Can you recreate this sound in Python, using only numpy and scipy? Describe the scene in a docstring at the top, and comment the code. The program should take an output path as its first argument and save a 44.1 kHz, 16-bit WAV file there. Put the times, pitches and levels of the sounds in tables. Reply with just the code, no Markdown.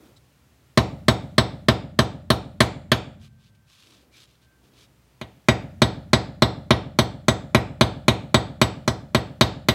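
"""A soft rub of fingers and a light steel scrape: a knife is laid on a paper towel on a bench vise.
A small hammer then peens two metal pins in its wooden handle, one run of blows each.
Each blow thumps the bench, cracks in the wood and leaves a thin steel ring; a small workshop answers.
Between the runs the handle is turned on the paper, with a rustle, a faint whine and one squeak.
Gain control ducks the loud blows, so the background hiss sinks and returns."""
import sys
import numpy as np
from scipy import signal
from scipy.fft import rfft, irfft, next_fast_len
from scipy.io import wavfile
from scipy.ndimage import uniform_filter1d

SR = 44100
rng = np.random.default_rng(int(sys.argv[2]) if len(sys.argv) > 2 else 0)


def master_out(mix):
    """Clip the mix to full scale and print it as 16-bit PCM to the path in sys.argv[1]."""
    frames = np.transpose(np.atleast_2d(mix))
    ceiling = np.clip(frames, -1, 1)
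    pcm = np.round(ceiling * 32767).astype(np.int16)
    wavfile.write(sys.argv[1], SR, pcm)


N = 429534
TIME_S = np.arange(N) / SR
AGE_S = np.arange(int(1.2 * SR)) / SR  # time since a blow


def amp(db):
    """Decibels to gain."""
    return 10 ** (np.asarray(db) / 20)


def add(mix, start_s, sound):
    """Mixes a sound in at start_s."""
    part = mix[round(start_s * SR):][:len(sound)]
    part += sound[:len(part)]


def colour(x, hz, gains):
    """Filters x by gains joined on a log-frequency axis."""
    size = next_fast_len(len(x))
    bins_hz = np.fft.rfftfreq(size, 1 / SR)
    response = np.interp(np.log(bins_hz + 1), np.log(hz), gains)
    return irfft(rfft(x, size) * response, size)[:len(x)]


def noise(spectrum):
    """Steady shaped noise, rms 1."""
    hz, db = np.transpose(spectrum)
    grid_hz = np.geomspace(10, SR / 2, num=400)
    gains = amp(np.interp(np.log(grid_hz), np.log(hz), db))
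    x = colour(rng.standard_normal(N), grid_hz, gains)
    return x / x.std()


def strokes(rows, fullness=0.87):
    """Envelope of hand movements: from rest to peak speed and back."""
    out = np.zeros(N)
    for start_s, length_s, db, crest in rows:
        peak_s = start_s + length_s * np.clip(crest, .05, .95)
        progress = np.interp(TIME_S, [start_s, peak_s, start_s + length_s], [0, .5, 1])
        out += amp(db) * abs(np.sin(np.pi * progress)) ** fullness
    return out


def friction(resonances):
    """Friction noise singing in narrow resonances."""
    out = 0
    for hz, width_hz, db in resonances:
        band = signal.lfilter(*signal.iirpeak(hz, hz / width_hz, fs=SR), rng.standard_normal(N))
        out += amp(db) * band / band.std()
    return out


def burst(bands):
    """Noise burst; each band has its own energy and decay."""
    hz, db, t60_s = np.transpose(bands)
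    grain = rng.choice([-1., 1.], len(AGE_S))
    out = 0
    for band, gain, rate in zip(np.eye(len(hz)), amp(db), np.log(1000) / t60_s):
        decay = np.sqrt(2 * rate / SR) * np.exp(-rate * AGE_S)  # unit energy
        out += gain * decay * colour(grain, hz, band)
    return out


def ring(modes, travel_s=0):
    """Damped modes; low bending waves arrive later (travel_s: delay at 1 kHz)."""
    out = 0
    for hz, db, t60_s in modes:
        t = np.maximum(AGE_S - travel_s * np.sqrt(1000 / hz), 0)
        out += amp(db) * np.exp(-np.log(1000) * t / t60_s) * np.sin(2 * np.pi * hz * t)
    return out


# noise floor: (frequency [Hz], relative density [dB])
AIR_SPECTRUM = [(40, -6.5), (60, 3), (90, -10.5), (120, -1.5), (170, -11.5), (380, -18.5), (800, -24),
                (2600, -28), (6000, -33), (10000, -36.5), (16000, -37.5)]
def air(level_db=-56.5):
    """The quiet shop and the microphone's hiss."""
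    return amp(level_db) * noise(AIR_SPECTRUM)


# grip shifts: (start [s], length [s], relative level [dB], crest position [0-1])
GRIP_STROKES = [(0.0, 0.2, -53, 0), (3.82, 0.53, -57.5, 0.18), (4.52, 0.49, -59.5, 0.38)]
# finger friction: (frequency [Hz], relative density [dB])
GRIP_SPECTRUM = [(100, -27), (200, 3), (320, 5.5), (700, -6.5), (1500, -13.5), (3000, -26)]
def finger_rub(gain_db=-1):
    """Fingers shift their grip with a dull rub."""
    return amp(gain_db) * strokes(GRIP_STROKES) * noise(GRIP_SPECTRUM)


# handle slides: (start [s], length [s], relative level [dB], crest position [0-1])
SLIDE_STROKES = [(0.0, .14, -68.5, .5), (3.195, 0.1, -54, 0.38), (3.38, 0.13, -60.5, .6),
                 (3.545, 0.022, -64.5, 0.4), (3.66, 0.14, -55, .6), (3.77, 0.3, -54.5, 0.16),
                 (4.11, 0.15, -52, 0.7), (4.22, 0.19, -64.5, .4), (4.41, 0.06, -65, 0.37),
                 (4.61, 0.096, -66.5, .5), (4.71, 0.16, -57, .75)]
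# paper friction: (frequency [Hz], relative density [dB])
PAPER_SPECTRUM = [(530, -38), (900, -19), (1040, -9.5), (2140, -11.5), (2360, -5.5), (2830, -5),
                  (3510, -2.5), (13000, -23), (16000, -31)]
def towel_rustle(gain_db=1.5, grain_db=2):
    """Paper fibres catch and slip under the handle."""
    catch = uniform_filter1d(rng.standard_normal(N), size=150)
    flicker = amp(gain_db + grain_db * catch / catch.std())
    return flicker * strokes(SLIDE_STROKES) * noise(PAPER_SPECTRUM)


# blade movement: (start [s], length [s], level [dB], crest position [0-1])
SCRAPE_STROKES = [(0.16, 0.027, -57.5, .45)]
# scrape resonances: (frequency [Hz], width [Hz], relative level [dB])
SCRAPE_BANDS = [(3940, 250, -1), (5222, 300, -9), (7600, 400, -9)]
def blade_scrape():
    """Steel scrapes lightly as the knife is laid down."""
    return strokes(SCRAPE_STROKES) * friction(SCRAPE_BANDS)


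LEAD_SAMPLES = 16  # push onset to peak
def contact(tilt_db_oct, clink_hz, clink_db, chatter_hz=4200, chatter_s=.0016, size=384):
    """The hammer face's short push: tilted treble, one favoured band, fresh chatter every blow."""
    hz = np.fft.rfftfreq(size, 1 / SR)
    chatter = rng.standard_normal(size) * np.exp(-np.arange(size) / SR / chatter_s)
    chatter_share = hz ** 2 / (hz ** 2 + chatter_hz ** 2) / 3
    push = np.sqrt(1 - chatter_share) + np.sqrt(chatter_share) * rfft(chatter / np.linalg.norm(chatter))
    treble_db = tilt_db_oct * np.log2(np.hypot(1, hz / 2500))  # corner 2500 Hz
    band_db = clink_db * np.exp(-(np.log2((hz + 1) / clink_hz) / .35) ** 2)  # width 0.35 octave
    return np.roll(irfft(push * amp(treble_db + band_db)), LEAD_SAMPLES)


# padded vise: (frequency [Hz], relative level [dB], t60 [s])
THUD_MODES = [(340, -8.5, 0.024)]
# bench carrying the vise: (frequency [Hz], relative level [dB], t60 [s])
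BENCH_MODES = [(72.5, -19.5, 0.2), (92.8, -34, 0.587), (115.7, -13.5, 0.24), (160, -16.0, 0.13),
               (213, -16, 0.056), (235.5, -4, 0.054), (326.5, -27.5, 0.3), (361, -10.5, 0.029),
               (395.7, -21, 0.14), (428.8, -6.5, 0.025), (539, -23, 0.1), (607.7, -4.0, 0.033),
               (663.7, -14.5, 0.099), (775, -18.5, 0.093), (1041, -18.5, 0.092), (1132, -18.5, 0.069)]
def bench_thump(travel_s=0.00082):
    """The vise thuds and the bench bends; neighbouring modes swing in opposite directions."""
    bending = sum((-1) ** k * ring([mode], travel_s) for k, mode in enumerate(BENCH_MODES))
    return ring(THUD_MODES) + bending


# dense modes of wood and bench: (frequency [Hz], relative density [dB], t60 [s])
CRACK_BANDS = [(100, 3.5, 0.064), (398, 22, 0.031), (724, 14.5, 0.078), (1200, 19, 0.055),
               (1650, 22, 0.073), (1852, 22.5, 0.08), (2840, 19.5, .06), (3080, 22.5, 0.081),
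               (4050, 20.5, 0.082), (4680, 14.5, 0.063), (5940, 11.5, 0.07), (7190, 5, 0.019),
               (9400, 5, 0.04), (12600, -4.5, 0.04), (16000, -9, .04)]
# handle modes, one list per pin: (frequency [Hz], relative level [dB], t60 [s])
HANDLE_MODES = [
    [(1270, -23.5, 0.093), (1372, -26.5, 0.16), (1563, -22.5, .07), (1728, -17, 0.047), (1792, -20, 0.086),
     (2410, -27, 0.035), (2700, -22, 0.031), (3116, -28.5, 0.072), (3526, -35, 0.08), (3500, -32.5, 0.049),
     (4396, -24, 0.072), (5776, -34.5, 0.046)],
    [(1530, -24.5, 0.091), (1750, -41.5, 0.055), (1921, -22.5, 0.13), (2133, -27.5, 0.14),
     (2390, -9.5, 0.014), (3410, -40, 0.1), (3770, -17, 0.093), (4130, -29.5, 0.046), (4400, -25, 0.024),
     (4490, -15.5, 0.023)],
]
def wood_crack(pin, rise_s=0.00058):
    """The blow spreads through the wood; the handle's modes depend on how it lies."""
    swell = 1 - np.exp(-AGE_S / rise_s)
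    return swell * burst(CRACK_BANDS) + ring(HANDLE_MODES[pin], travel_s=0.001671)


# blade and vise jaws: (frequency [Hz], relative level [dB], t60 [s])
STEEL_MODES = [(590, -60.5, 3.1), (7100, -52, .2), (7257, -56.5, 0.25), (8200, -52.5, 0.28),
               (9010, -55, 0.26), (13000, -51, 0.17), (13810, -54.5, .2)]
def steel_ring():
    """Blade and jaws ring thinly after a blow."""
    return ring(STEEL_MODES)


# diffuse tail: (frequency [Hz], relative density [dB], t60 [s])
TAIL_BANDS = [(51.6, 11.5, 0.32), (95, 23.5, 1.8), (123, 26.5, 1.6), (252, 26.5, 0.56), (454, 23.5, 0.38),
              (636, 24.5, 0.48), (910, 20.5, 0.37), (1530, 10.5, 0.47), (2130, 10, 0.41), (2760, 5, 0.4),
              (3600, 10, 0.4), (4820, 3.5, 0.36), (6300, -2, 0.26), (7300, -9.5, 0.52), (10400, -1.5, 0.11),
              (15000, -20.5, .18)]
# standing waves: (frequency [Hz], relative level [dB], t60 [s])
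WALL_MODES = [(56.93, -36.5, 1.5), (75.35, -39, 1.1), (116.1, -34, 0.6), (141.6, -39, 1.2),
              (146, -42.5, 1.6), (194.7, -39, .7), (217, -41.5, 1.5), (255, -37.5, 0.67)]
def workshop(gap_s=0.011, build_s=0.031):
    """A tail builds once the walls are reached; standing waves boom between them."""
    tail = burst(TAIL_BANDS) * (1 - np.exp(-(AGE_S / gap_s) ** 2))
    boom = ring(WALL_MODES) * (1 - np.exp(-AGE_S / build_s))
    return tail + boom


# blows: (time [s], force [dB], treble tilt [dB/octave], clink [Hz], clink gain [dB],
#         head ring gain [dB], pin [index])
HAMMER_BLOWS = [(0.774, -3, -0.5, 1640, -9, -25, 0.0), (1.0824, -2.5, 0.3, 6500.0, 0.5, -13.5, 0.0),
                (1.3807, -1.5, 0.4, 3860, 2, -10, 0.0), (1.6843, 3, -0.5, 1620, 0.5, -15, 0.0),
                (1.9893, 0.5, 0, 1700.0, -1.5, -10.5, 0.0), (2.3024, -1.5, 1.7, 1700.0, -2, -22, 0.0),
                (2.6044, 3, 2, 2247, 4, -8.5, 0.0), (2.917, -0.5, 2.5, 2210, 6, -38.5, 0.0),
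                (5.2129, -25.5, -0.5, 2830, 8.5, -45, 1.0), (5.485, -2.5, -1.3, 2400, 3, -12.5, 1.0),
                (5.8183, -1, -0.5, 2660, -0.5, -9.5, 1.0), (6.1318, 0.5, -0.9, 4120, 3.5, -6.5, 1.0),
                (6.4212, 0, -1.1, 4000, 5, -11.5, 1.0), (6.7063, 2.5, -2.4, 2400, 2.5, -40, 1.0),
                (6.9878, 0, 0.7, 4620.0, 2.5, -10, 1.0), (7.2825, -1, 0, 6500.0, 4, -6.5, 1.0),
                (7.5467, 1.5, -0.5, 2460, 4.5, -18, 1.0), (7.8099, 0.5, 0.4, 1950.0, 2, -14.5, 1.0),
                (8.0811, -0.5, 0.8, 2390, 2, -17, 1.0), (8.3433, 1, -0.5, 4220.0, -0.5, -4, 1.0),
                (8.6147, -1, 0.8, 3260, 2.0, -5, 1.0), (8.8771, -5.5, -0.3, 5670, 8, -15.0, 1.0),
                (9.147, -4, -0.3, 1720, 0.5, -15, 1.0), (9.41, 1, 0.9, 3680.0, 3.5, -10, 1.0),
                (9.6855, -2.5, 2.5, 3040, 3, -13, 1.0)]
# hammer head: (frequency [Hz], relative level [dB], t60 [s])
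HEAD_MODES = [(7900, -21.5, 0.17), (7908, -35.5, 0.27)]
def hammer():
    """Each push drives bench, steel, wood and room; the head rings according to how its face lands."""
    pushes = np.zeros((len(HANDLE_MODES), N))
    out = np.zeros(N)
    head = ring(HEAD_MODES)
    for time_s, force_db, tilt_db_oct, clink_hz, clink_db, head_db, pin in HAMMER_BLOWS:
        push = amp(force_db) * contact(tilt_db_oct, clink_hz, clink_db)
        add(pushes[round(pin)], time_s - LEAD_SAMPLES / SR, push)
        add(out, time_s, amp(head_db) * head)
    surroundings = bench_thump() + steel_ring() + workshop()
    for pin, run in enumerate(pushes):
        out += signal.fftconvolve(run, surroundings + wood_crack(pin))[:N]
    return out


# whine swells: (start [s], length [s], level [dB], crest position [0-1])
WHINE_SWELLS = [(2.9, 1.3, -67, .4), (4.39, 0.24, -64, 0.48)]
def whine(hz=1561):
    """A faint tone comes and goes while the handle is turned."""
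    return strokes(WHINE_SWELLS) * np.sin(2 * np.pi * hz * TIME_S)


# handle twist: (start [s], length [s], level [dB], crest position [0-1])
SQUEAK_STROKES = [(4.115, 0.094, -57, 0.2)]
# squeak resonance: (frequency [Hz], width [Hz], relative level [dB])
SQUEAK_BANDS = [(2330, 65, -1.5)]
def handle_squeak():
    """The turning handle squeaks once on the paper."""
    return strokes(SQUEAK_STROKES) * friction(SQUEAK_BANDS)


def scene(blow_gain_db=4.5):
    """Blows and knife handling over the shop's air, mono."""
    blows = amp(blow_gain_db) * hammer()
    handling = towel_rustle() + finger_rub() + blade_scrape() + whine() + handle_squeak()
    return (blows + handling + air())[None]


def gain_control(x, limit_db=-9.5, recover_db_per_s=3, window_samples=882):
    """Gain drops just ahead of a loud blow, then creeps back."""
    power_ahead = uniform_filter1d(x[0] ** 2, window_samples, origin=-(window_samples // 2))
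    over_db = np.maximum(10 * np.log10(abs(power_ahead) + 1e-12) - limit_db, 0)
    recovery_db = recover_db_per_s * TIME_S
    cut_db = np.maximum.accumulate(over_db + recovery_db) - recovery_db
    return x * amp(-cut_db)


def record(dry, low_hz=62, high_hz=16000, ceiling=0.85):
    """Microphone bass cut, gain control, soft clip, band limit."""
    highpass = signal.butter(10, low_hz, "high", fs=SR, output="sos")
    levelled = gain_control(signal.sosfilt(highpass, dry))
    rounded = levelled / (1 + (levelled / ceiling) ** 6) ** (1 / 6)
    lowpass = signal.firwin(255, high_hz, window=("kaiser", 9), fs=SR)
    return signal.oaconvolve(rounded, lowpass[None], "same")


dry = scene()
out = record(dry)
master_out(out)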